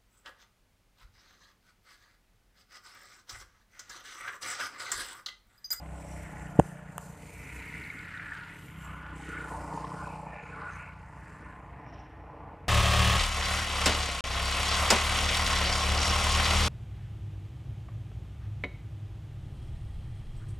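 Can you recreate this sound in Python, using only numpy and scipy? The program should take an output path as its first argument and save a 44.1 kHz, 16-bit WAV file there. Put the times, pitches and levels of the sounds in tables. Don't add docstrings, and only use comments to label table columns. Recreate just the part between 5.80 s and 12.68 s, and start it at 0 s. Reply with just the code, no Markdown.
import sys
import numpy as np
from scipy import signal
from scipy.fft import rfft, irfft, next_fast_len
from scipy.io import wavfile
from scipy.ndimage import uniform_filter1d, map_coordinates

SR = 44100
rng = np.random.default_rng(int(sys.argv[2]) if len(sys.argv) > 2 else 0)


def generate_wav(signal):
    frames = np.transpose(np.atleast_2d(signal))
    scaled = np.clip(frames, -1, 1) * 32767
    pcm = np.round(scaled).astype(np.int16)
    wavfile.write(sys.argv[1], SR, pcm)


N = 303496
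T = np.arange(N) / SR
SLOW_T = np.arange(0, N, 100) / SR

ENGINE_SPEED = [(0, 32.3), (.25, 32.1), (.5, 31.4), (.8, 30), (1, 29.55), (1.3, 29.35), (1.6, 30.2),
                (2, 32.4), (2.45, 34.1), (2.9, 31.9), (3.3, 31.4), (4, 30.7), (4.5, 30.3), (5, 30.05),
                (6, 29.9), (6.88, 29.4)]
EXHAUST_LEVELS = [(0, -49.5, -55.5), (.5, -49, -57), (.88, -45.5, -61.5), (1.3, -49.5, -78),
                  (1.42, -55.5, -66), (2.8, -56, -63), (2.98, -49, -65), (3.2, -51.5, -58),
                  (3.5, -53.5, -50), (3.88, -46.5, -48), (4.4, -47, -57), (4.6, -52, -69),
                  (4.8, -52.5, -62), (5.2, -54.5, -68), (5.6, -54, -62.5), (6.4, -73, -60),
                  (6.88, -55.5, -65)]
BOOM_LEVELS = [(0, -45.5, -51), (.13, -41.5, -57), (.43, -48, -52), (.85, -54, -77), (1.3, -69, -79.5),
               (1.76, -46.5, -54), (2, -59, -74), (2.6, -63, -65), (3.05, -49, -58), (3.6, -45.5, -54.5),
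               (4.4, -53.5, -61.5), (6.5, -55, -53), (6.88, -57, -59)]
DRONE_LEVELS = [(0, -67.5), (1.3, -65.5), (1.7, -63), (2.8, -83), (3.25, -70.5), (3.6, -56.5), (4, -55),
                (4.55, -63), (4.78, -57), (5, -70.5), (6.88, -62.5)]
# frequency_hz, gain_db
THUD_SPECTRUM = [(60, -56), (92, -8.5), (122, -5), (155, 6), (185, 4.5), (220, -3.5), (300, -34),
                 (400, -58), (1500, -110)]
BARK_SPECTRUM = [(150, -51.5), (240, -6.5), (295, 3), (335, 0), (400, -12.5), (530, -30), (760, -44),
                 (1200, -57), (4000, -100)]
DRONE_SPECTRUM = [(330, -49), (420, -4.5), (465, 3), (495, -1), (535, -21.5), (610, -6.5), (700, -35.5),
                  (2000, -92.5)]
IDLE_ORDERS = [(2, -65), (3, -61), (4, -59.5), (5, -66), (6, -65)]

# crest_s, rise_s, fall_s, level_db, pitch_hz, hollow_relative_db
LOW_SLOSHES = [(.05, 0.43, 1, -52.5, 720, -12), (.6, 0.18, 0.46, -53.5, 840, -4),
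               (1.25, 0.16, 0.15, -55.5, 824, -6), (3.1, 0.11, 0.12, -51.5, 1340, 1),
               (3.28, 0.13, 0.14, -51.5, 1110, 3), (3.8, 0.2, 0.24, -44.5, 855, -9.5),
               (3.98, 0.11, 0.29, -44, 950, -32), (4.19, 0.061, 0.13, -45, 1090, -4),
               (4.38, 0.39, 0.37, -47, 830, -32), (4.849, 0.17, 0.24, -48, 1150, 3.5),
               (5.3, 0.27, 0.19, -56.5, 850, -20), (5.64, 0.25, 0.92, -53, 1015, -15),
               (6.1, 0.18, 0.39, -57.5, 780, -27), (6.47, .1, 0.16, -55.5, 830, -25),
               (6.66, 0.21, 0.19, -51, 860, -14)]
BRIGHT_SPLASHES = [(.52, 0.36, 0.7, -55.5, 1890, -10), (1.75, 0.22, 0.3, -47.5, 2080, -13),
                   (2.08, 0.33, 0.19, -46, 1990, -12), (2.41, 0.3, 0.22, -45, 1770, -3),
                   (2.55, 0.081, 0.18, -47, 1650, 0.5), (2.7, 0.2, 0.11, -54.5, 2420, -16),
                   (3.1, 0.33, 1, -58.5, 1990, 1), (3.5, 0.082, 0.056, -47.5, 1990, -20),
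                   (3.57, 0.1, 0.13, -50.5, 2010, 9), (4.1, 0.92, 0.078, -57.5, 1850, -15),
                   (4.33, 0.11, 0.08, -54.5, 2480, -15), (4.59, 0.15, 0.3, -53, 2310, -10),
                   (4.87, 0.09, 0.18, -53, 1860, -3), (5.02, 0.1, 0.12, -50, 2310, -13),
                   (5.48, 0.23, 0.17, -55.5, 1750, -4), (5.68, 0.1, 0.08, -53.5, 1720, -6),
                   (6.03, 0.34, 0.35, -58, 1800, -21), (6.62, 0.13, 0.2, -72.5, 1990, -18)]
# frequency_hz, gain_db
SLOSH_SPECTRUM = [(300, -47), (480, -4.5), (620, 1.5), (780, -1.5), (900, 2), (1030, 1), (1280, 0.5),
                  (1600, -25), (3000, -46), (8000, -84)]
SPLASH_SPECTRUM = [(1050, -4.5), (1500, 1), (1750, 1), (2150, 3), (2550, 6), (2950, -0.5), (3500, -41),
                   (6000, -29), (12000, -73)]
HOLLOW_SPECTRUM = [(800, -37), (1100, -8), (1330, 2), (1420, 11), (1480, 11.5), (1580, -4.5), (1750, 2.5),
                   (2100, -52), (6000, -83)]
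CLOSING_GAPS = [(1.8, 0.28, 948, -62.5), (2.06, 0.14, 2150, -49), (2.635, 0.094, 940, -58),
                (3.42, .06, 822, -55.5), (4.225, 0.029, 1465, -48.5), (4.545, 0.066, 1780, -55)]
AIR_POCKETS = [(1.939, -33, 2080), (2.101, -30, 2170), (2.519, -30, 1740), (3.9255, -28.5, 910),
               (3.9745, -26.5, 933), (4.0425, -28.5, 1030), (4.1175, -30.5, 1070), (4.2705, -32, 1000),
               (4.358, -34.5, 920), (4.4675, -33, 915), (4.834, -32, 1420), (4.9, -33.5, 1410),
               (6.07, -42, 817), (6.198, -43, 775), (6.436, -42.5, 754), (6.731, -41, 720)]

KNOCK_PUSHES = [(0.7886, -11, 161, 0.005), (0.7907, -4.8, 307, 0.00165), (0.79525, -14.5, 601, 0.0025),
                (0.7968, -12, 750, 0.0005), (0.7979, -2.5, 560, 0.00065), (0.798, -30.5, 81, 0.009),
                (1.1807, -23, 1000, 0.00058)]
HARD_CONTACTS = [(0.797, -4, 9200), (1.181, -9.5, 13900)]  # start_s, level_db, cutoff_hz
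CRACK_SPECTRUM = [(1000, -25), (1650, -2), (2150, -24), (2750, 2.5), (3300, -2), (4000, -28), (4600, -15),
                  (5200, -30), (6200, -6), (7500, 2.5), (11500, -2.5), (14000, 1)]

SPRAY_BURSTS = [(.35, 0.25, 0.48, -58.5, -65), (.85, 0.1, 0.11, -60.5, -65),
                (1.24, 0.068, 0.11, -60.5, -61), (1.6, 0.28, 0.3, -59, -61.5),
                (2, 0.61, 0.29, -61.5, -61.5), (2.8, 0.12, 0.26, -65.5, -61.5),
                (3.029, 0.048, 0.11, -64.5, -64), (3.37, 0.022, 0.46, -60, -72),
                (3.78, 0.22, 0.21, -58.5, -67), (4.18, 0.45, 0.29, -61.5, -73),
                (4.68, 0.066, 0.19, -70, -86.5), (4.96, 0.14, 0.13, -65, -77), (5.46, 0.24, 0.35, -70, -81)]
CALM_SPRAY = [(0, -74, -76), (1.1, -69, -89), (2.55, -67, -71), (3.3, -71, -77), (4.5, -81, -90),
              (6.001, -97, -98), (6.88, -94, -102)]
RUSTLE_SWELLS = [(.42, 0.69, 0.76, -66.5, 3360), (1.9, 0.49, 0.57, -61, 3860),
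                 (2.48, 0.33, 0.61, -59.5, 3630), (3.08, 0.16, 0.24, -58, 2900),
                 (3.58, 0.34, 0.16, -58.5, 3330), (4.03, 0.38, 0.39, -61, 4970),
                 (4.6, 0.039, 0.066, -74, 2930), (4.88, 0.42, 0.26, -67, 3950),
                 (5.55, 0.74, 0.22, -78.5, 5800), (5.68, 0.29, .25, -75.5, 3560),
                 (6.16, 0.083, 0.15, -65, 3380)]
THIN_WHISTLES = [(.37, .12, 5680, -68), (.29, .16, 7900, -63), (3.04, .045, 7450, -66),
                 (3.41, .035, 8000, -66), (4.65, .04, 6750, -72), (4.95, .025, 6350, -68),
                 (6.17, .08, 5520, -71), (6.42, .15, 5560, -86)]
SCRATCHY_TICKS = [(2.037, -51.5, 4030), (2.099, -50, 3890), (2.191, -50, 3900), (2.374, -47, 3720),
                  (2.55, -54, 3830), (2.611, -52, 3920), (4.048, -53, 3600), (4.275, -55, 3500)]
# frequency_hz, gain_db
HISS_SPECTRUM = [(3500, -10), (4900, -5.5), (5600, -3.5), (6800, 3.5), (8000, 5), (9500, 1.5), (11000, -9),
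                 (14000, -24)]
SIZZLE_SPECTRUM = [(6000, -30), (9000, -6), (11000, 0), (12500, -1), (14200, -1.5)]
RUSTLE_SPECTRUM = [(1800, -5), (2900, 6), (3400, -4.5), (4000, -5.5), (4900, -3), (5600, -3.5), (8000, -16),
                   (14000, -55)]

RUMBLE_LEVELS = [(0, -59), (.7, -56), (.95, -62), (1.3, -60.5), (1.45, -54), (1.8, -52.5), (2.5, -55),
                 (3.4, -60), (4.4, -59.5), (5.2, -67), (5.5, -55), (6.88, -55)]
RUMBLE_SPECTRUM = [(25, -12), (45, -19), (90, -4.5), (130, 3.5), (220, 0), (310, 0.5), (450, -11),
                   (600, -20), (1500, -75)]
AMBIENCE_SPECTRUM = [(15, -7), (35, -23), (60, -5.5), (120, -13), (220, -22), (320, -18.5), (450, -27.5),
                     (1000, -20.5), (2700, -29.5), (3800, -47), (14000, -55.5)]
STEREO_LIKENESS = [(3200, 1), (5000, 1), (7000, 0.62), (14000, 0.51)]
MICROPHONE_RESPONSE = [(15, -19), (40, 3.5), (345, -2), (375, -9), (405, 2), (14000, -2.5)]  # frequency_hz, gain_db


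def diesel(turns):
    thud_db, bark_db = curves(EXHAUST_LEVELS)
    second_db, third_db = curves(BOOM_LEVELS)
    drone_db, = curves(DRONE_LEVELS)
    pulses = hull_echoes(firings(turns, scatter_db=2, jitter_s=.00012))
    beat_db = 3.5 * np.cos(2 * np.pi * (turns - 5.1) / 7.15)
    surge = unit(amp(beat_db + 2 * wobble(13)))
    tone = lambda order: unit(np.sin(2 * np.pi * order * turns))
    boom = surge * (amp(second_db) * tone(order=2) + amp(third_db) * tone(order=3))
    thud = amp(thud_db) * unit(ring(pulses, THUD_SPECTRUM))
    puffs = unit(throb(turns, depth=.52) * rng.standard_normal(N))
    gas = unit(pulses) + .55 * puffs
    bark = amp(bark_db) * unit(ring(gas, BARK_SPECTRUM))
    drone = amp(drone_db) * unit(ring(gas, DRONE_SPECTRUM))
    return boom + thud + bark + drone


def firings(turns, scatter_db, jitter_s):
    at = np.flatnonzero(np.diff(np.floor(turns)) > 0)
    lateness, strength = rng.standard_normal((len(at), 2)).T
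    at = np.clip(at + jitter_s * SR * lateness, 0, N - 1).astype(int)
    return np.bincount(at, amp(scatter_db * strength), N)


def throb(turns, depth):
    return unit(np.exp(depth * np.cos(2 * np.pi * (turns - .2))))


def idling_diesel():
    firings_per_s = 22.35 * (1 + .003 * wobble(1.5))
    turns = np.cumsum(firings_per_s) / SR
    out = np.zeros(N)
    for order, db in IDLE_ORDERS:
        waver = amp(3 * wobble(4))
        out += amp(db) * unit(waver * np.sin(2 * np.pi * (order * turns + rng.random())))
    return out


def wash(turns):
    slosh_gain, slosh_hz = swells(LOW_SLOSHES, calm_db=-66.5, sag_octaves_per_s=.52)
    splash_gain, splash_hz = swells(BRIGHT_SPLASHES, calm_db=-68.5, sag_octaves_per_s=.31)
    hollow_power = sum((amp(db + hollow_db) * swell(crest, rise, fall)) ** 2
                       for crest, rise, fall, db, _, hollow_db in LOW_SLOSHES + BRIGHT_SPLASHES)
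    slosh = shifting_echoes(swept_noise(SLOSH_SPECTRUM, slosh_hz, width=.23, grit_db=1.65), strength=.25)
    hollow = rippled(hollow_power) * noise(HOLLOW_SPECTRUM)
    splash = shifting_echoes(swept_noise(SPLASH_SPECTRUM, splash_hz, width=.11, grit_db=3), strength=.18)
    return (slosh_gain * slosh + hollow + splash_gain * splash) * throb(turns, depth=.13)


def swells(rows, calm_db, sag_octaves_per_s):
    power = amp(calm_db) ** 2
    weighted_hz = power * np.mean([row[4] for row in rows])
    for crest, rise, fall, db, hz, *_ in rows:
        swell_power = (amp(db) * swell(crest, rise, fall)) ** 2
        power = power + swell_power
        weighted_hz = weighted_hz + swell_power * hz * np.exp2(-sag_octaves_per_s * (SLOW_T - crest))
    return rippled(power), np.interp(T, SLOW_T, weighted_hz / power)


def swell(crest_s, rise_s, fall_s):
    t = SLOW_T - crest_s
    return np.exp(-np.abs(t / np.where(t < 0, rise_s, fall_s)) ** 1.48)


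def rippled(power, depth_db=1):
    return np.interp(T, SLOW_T, np.sqrt(power)) * amp(depth_db * wobble(11))


def gap_rings():
    return sum(amp(db) * raspy_note(crest, spread, hz, width_hz=.035 * hz)
               for crest, spread, hz, db in CLOSING_GAPS)


def gurgles():
    out = np.zeros(N)
    t = T[:SR // 20]
    for start, db, hz in AIR_POCKETS:
        out[round(start * SR):][:len(t)] += amp(db) * ping(t, hz, rise_s=.0021, steepness=2)
    return out


def knocks():
    out = np.zeros(N)
    t = T[:SR // 8]
    for start, db, hz, rise in KNOCK_PUSHES:
        out[round(start * SR):][:len(t)] -= amp(db) * ping(t, hz, rise, steepness=2)
    for start, db, cutoff_hz in HARD_CONTACTS:
        crack = ring(signal.unit_impulse(N, round(start * SR)), CRACK_SPECTRUM)
        out += amp(db) * filtered(crack, lambda hz: 1 / (1 + (hz / cutoff_hz) ** 8))
    return out


def spray(turns):
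    times, *calm_db = np.transpose(CALM_SPRAY)
    power = amp([np.interp(SLOW_T, times, db) for db in calm_db]) ** 2
    for crest, rise, fall, hiss_db, sizzle_db in SPRAY_BURSTS:
        power += (amp([[hiss_db], [sizzle_db]]) * swell(crest, rise, fall)) ** 2
    rustle_gain, rustle_hz = swells(RUSTLE_SWELLS, calm_db=-81.5, sag_octaves_per_s=.15)
    hiss = rippled(power[0]) * (patchy(stereo_noise(HISS_SPECTRUM)) + droplets())
    sizzle = rippled(power[1]) * patchy(stereo_noise(SIZZLE_SPECTRUM))
    out = (hiss + sizzle) * amp(1.5 * wobble(110))
    rustle = swept_noise(RUSTLE_SPECTRUM, rustle_hz, width=.22, grit_db=3)
    out += rustle_gain * shifting_echoes(rustle, strength=.079)
    for crest, spread, hz, db in THIN_WHISTLES:
        out += amp(db) * raspy_note(crest, spread, hz, width_hz=300)
    return out * throb(turns, depth=.064)


def droplets(per_s=22, low_hz=5500, high_hz=11500):
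    out = np.zeros(N + SR)
    t = T[:SR // 100]
    for when, pitch, size in rng.random((round(per_s * N / SR), 3)):
        drop = ping(t, low_hz + pitch * (high_hz - low_hz), rise_s=.0006)
        out[int(when * N):][:len(t)] += amp(7) * (.5 + size ** 2) * drop
    return out[:N]


def ticks(pings=4):
    out = np.zeros(N)
    t = T[:SR // 100]
    for start, db, hz in SCRATCHY_TICKS:
        for lag_s, detune in zip(rng.uniform(0, .005, pings), rng.normal(1, .06, pings)):
            out[round((start + lag_s) * SR):][:len(t)] += amp(db) * ping(t, hz * detune, rise_s=.0004)
    return out


def rumble():
    level_db, = curves(RUMBLE_LEVELS)
    lumps = unit(amp(2.5 * wobble(9) + 2 * wobble(45)))
    return amp(level_db) * lumps * noise(RUMBLE_SPECTRUM)


def hull_echoes(x, round_trip_s=.0125, strength=.22):
    trip = lambda hz: np.exp(-2j * np.pi * hz * round_trip_s)
    return filtered(x, lambda hz: (1 + strength / trip(hz)) / (1 + strength * trip(hz)))


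def shifting_echoes(x, strength):
    delays_s = rng.uniform(.003, .012, 4)
    echoes = [np.interp(T - delay - .00012 * wobble(1.5), T, x) for delay in delays_s]
    return unit(x + strength * sum(echoes))


def hull_reflection(x, delay_s, level_db, cutoff_hz):
    dull_delay = lambda hz: np.exp(-2j * np.pi * hz * delay_s) / (1 + (hz / cutoff_hz) ** 4)
    return amp(level_db) * filtered(x, dull_delay)


def ping(t, hz, rise_s, steepness=1):
    age = t / rise_s
    return (age * np.exp(1 - age)) ** steepness * np.sin(2 * np.pi * hz * t)


def raspy_note(crest_s, spread_s, hz, width_hz):
    band = unit(filtered(rng.standard_normal(N), lambda f: 1 / (1 + ((f - hz) / width_hz) ** 2)))
    rasp = amp(3.5 * wobble(70))
    return rasp * np.exp(-.5 * ((T - crest_s) / spread_s) ** 2) * band


def swept_noise(spectrum, centre_hz, width, grit_db):
    grains = rng.standard_normal(N) * amp(grit_db * wobble(350))
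    hz, t, frames = signal.stft(grains, SR, nperseg=1024)
    detuning = (hz[:, None] / np.interp(t, T, centre_hz) - 1) / width
    gain = amp(along(spectrum, hz))[:, None] / (1 + detuning ** 2) ** .65
    gain /= np.linalg.norm(gain, axis=0)
    return unit(signal.istft(frames * gain, SR, nperseg=1024)[1][:N])


def patchy(x, depth_db=1.8, width_hz=700, length_s=.08):
    hz, t, frames = signal.stft(x, SR, nperseg=512)
    patches = uniform_filter1d(rng.standard_normal(frames.shape[1:]), round(width_hz / hz[1]), axis=0)
    patches = uniform_filter1d(patches, round(length_s / t[1]))
    return unit(signal.istft(frames * amp(depth_db * unit(patches)), SR)[1][:, :N])


def stereo_noise(spectrum):
    def side_gain(hz):
        likeness = along(STEREO_LIKENESS, hz)
        return np.sqrt(np.clip((1 - likeness) / (1 + likeness), 0, 1))
    mid, side = noise(spectrum), filtered(noise(spectrum), side_gain)
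    return np.array([mid + side, mid - side])


def noise(spectrum):
    return unit(filtered(rng.standard_normal(N), lambda hz: amp(along(spectrum, hz))))


def ring(x, spectrum, size=16384):
    cepstrum = irfft(np.log(amp(along(spectrum, np.fft.rfftfreq(size, 1 / SR)))))
    cepstrum[1:size // 2] *= 2
    cepstrum[size // 2 + 1:] = 0
    return signal.fftconvolve(x, irfft(np.exp(rfft(cepstrum))))[:N]


def filtered(x, response):
    size = next_fast_len(N + SR // 2)
    return irfft(rfft(x, size) * response(np.fft.rfftfreq(size, 1 / SR)), size)[..., :N]


def wobble(knots_per_s):
    knots = rng.standard_normal(int(N * knots_per_s / SR) + 4)
    coarse = T[::16]
    return np.interp(T, coarse, map_coordinates(knots, [coarse * knots_per_s]))


def curves(rows):
    times, *columns = np.transpose(rows)
    return [np.interp(T, times, column) for column in columns]


def along(points, hz):
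    frequencies, values = np.transpose(points)
    return np.interp(np.log(hz + 1), np.log(frequencies + 1), values)


def amp(db):
    return 10 ** (np.asarray(db) / 20)


def unit(x):
    return x / np.sqrt(np.mean(x ** 2) + 1e-20)


def scene():
    turns = .2926 + np.cumsum(curves(ENGINE_SPEED)[0]) / SR
    harbour = diesel(turns) + idling_diesel() + rumble()
    harbour = harbour + wash(turns) + gap_rings() + gurgles() + spray(turns) + ticks()
    harbour += amp(-57.5) * stereo_noise(AMBIENCE_SPECTRUM)
    return harbour + hull_reflection(harbour, delay_s=.006796, level_db=-10.5, cutoff_hz=910) + knocks()


def record(dry, top_hz=14300):
    coloured = np.array([ring(channel, MICROPHONE_RESPONSE) for channel in dry])
    return filtered(coloured, lambda hz: hz < top_hz)


dry = scene()
out = record(dry)
generate_wav(out)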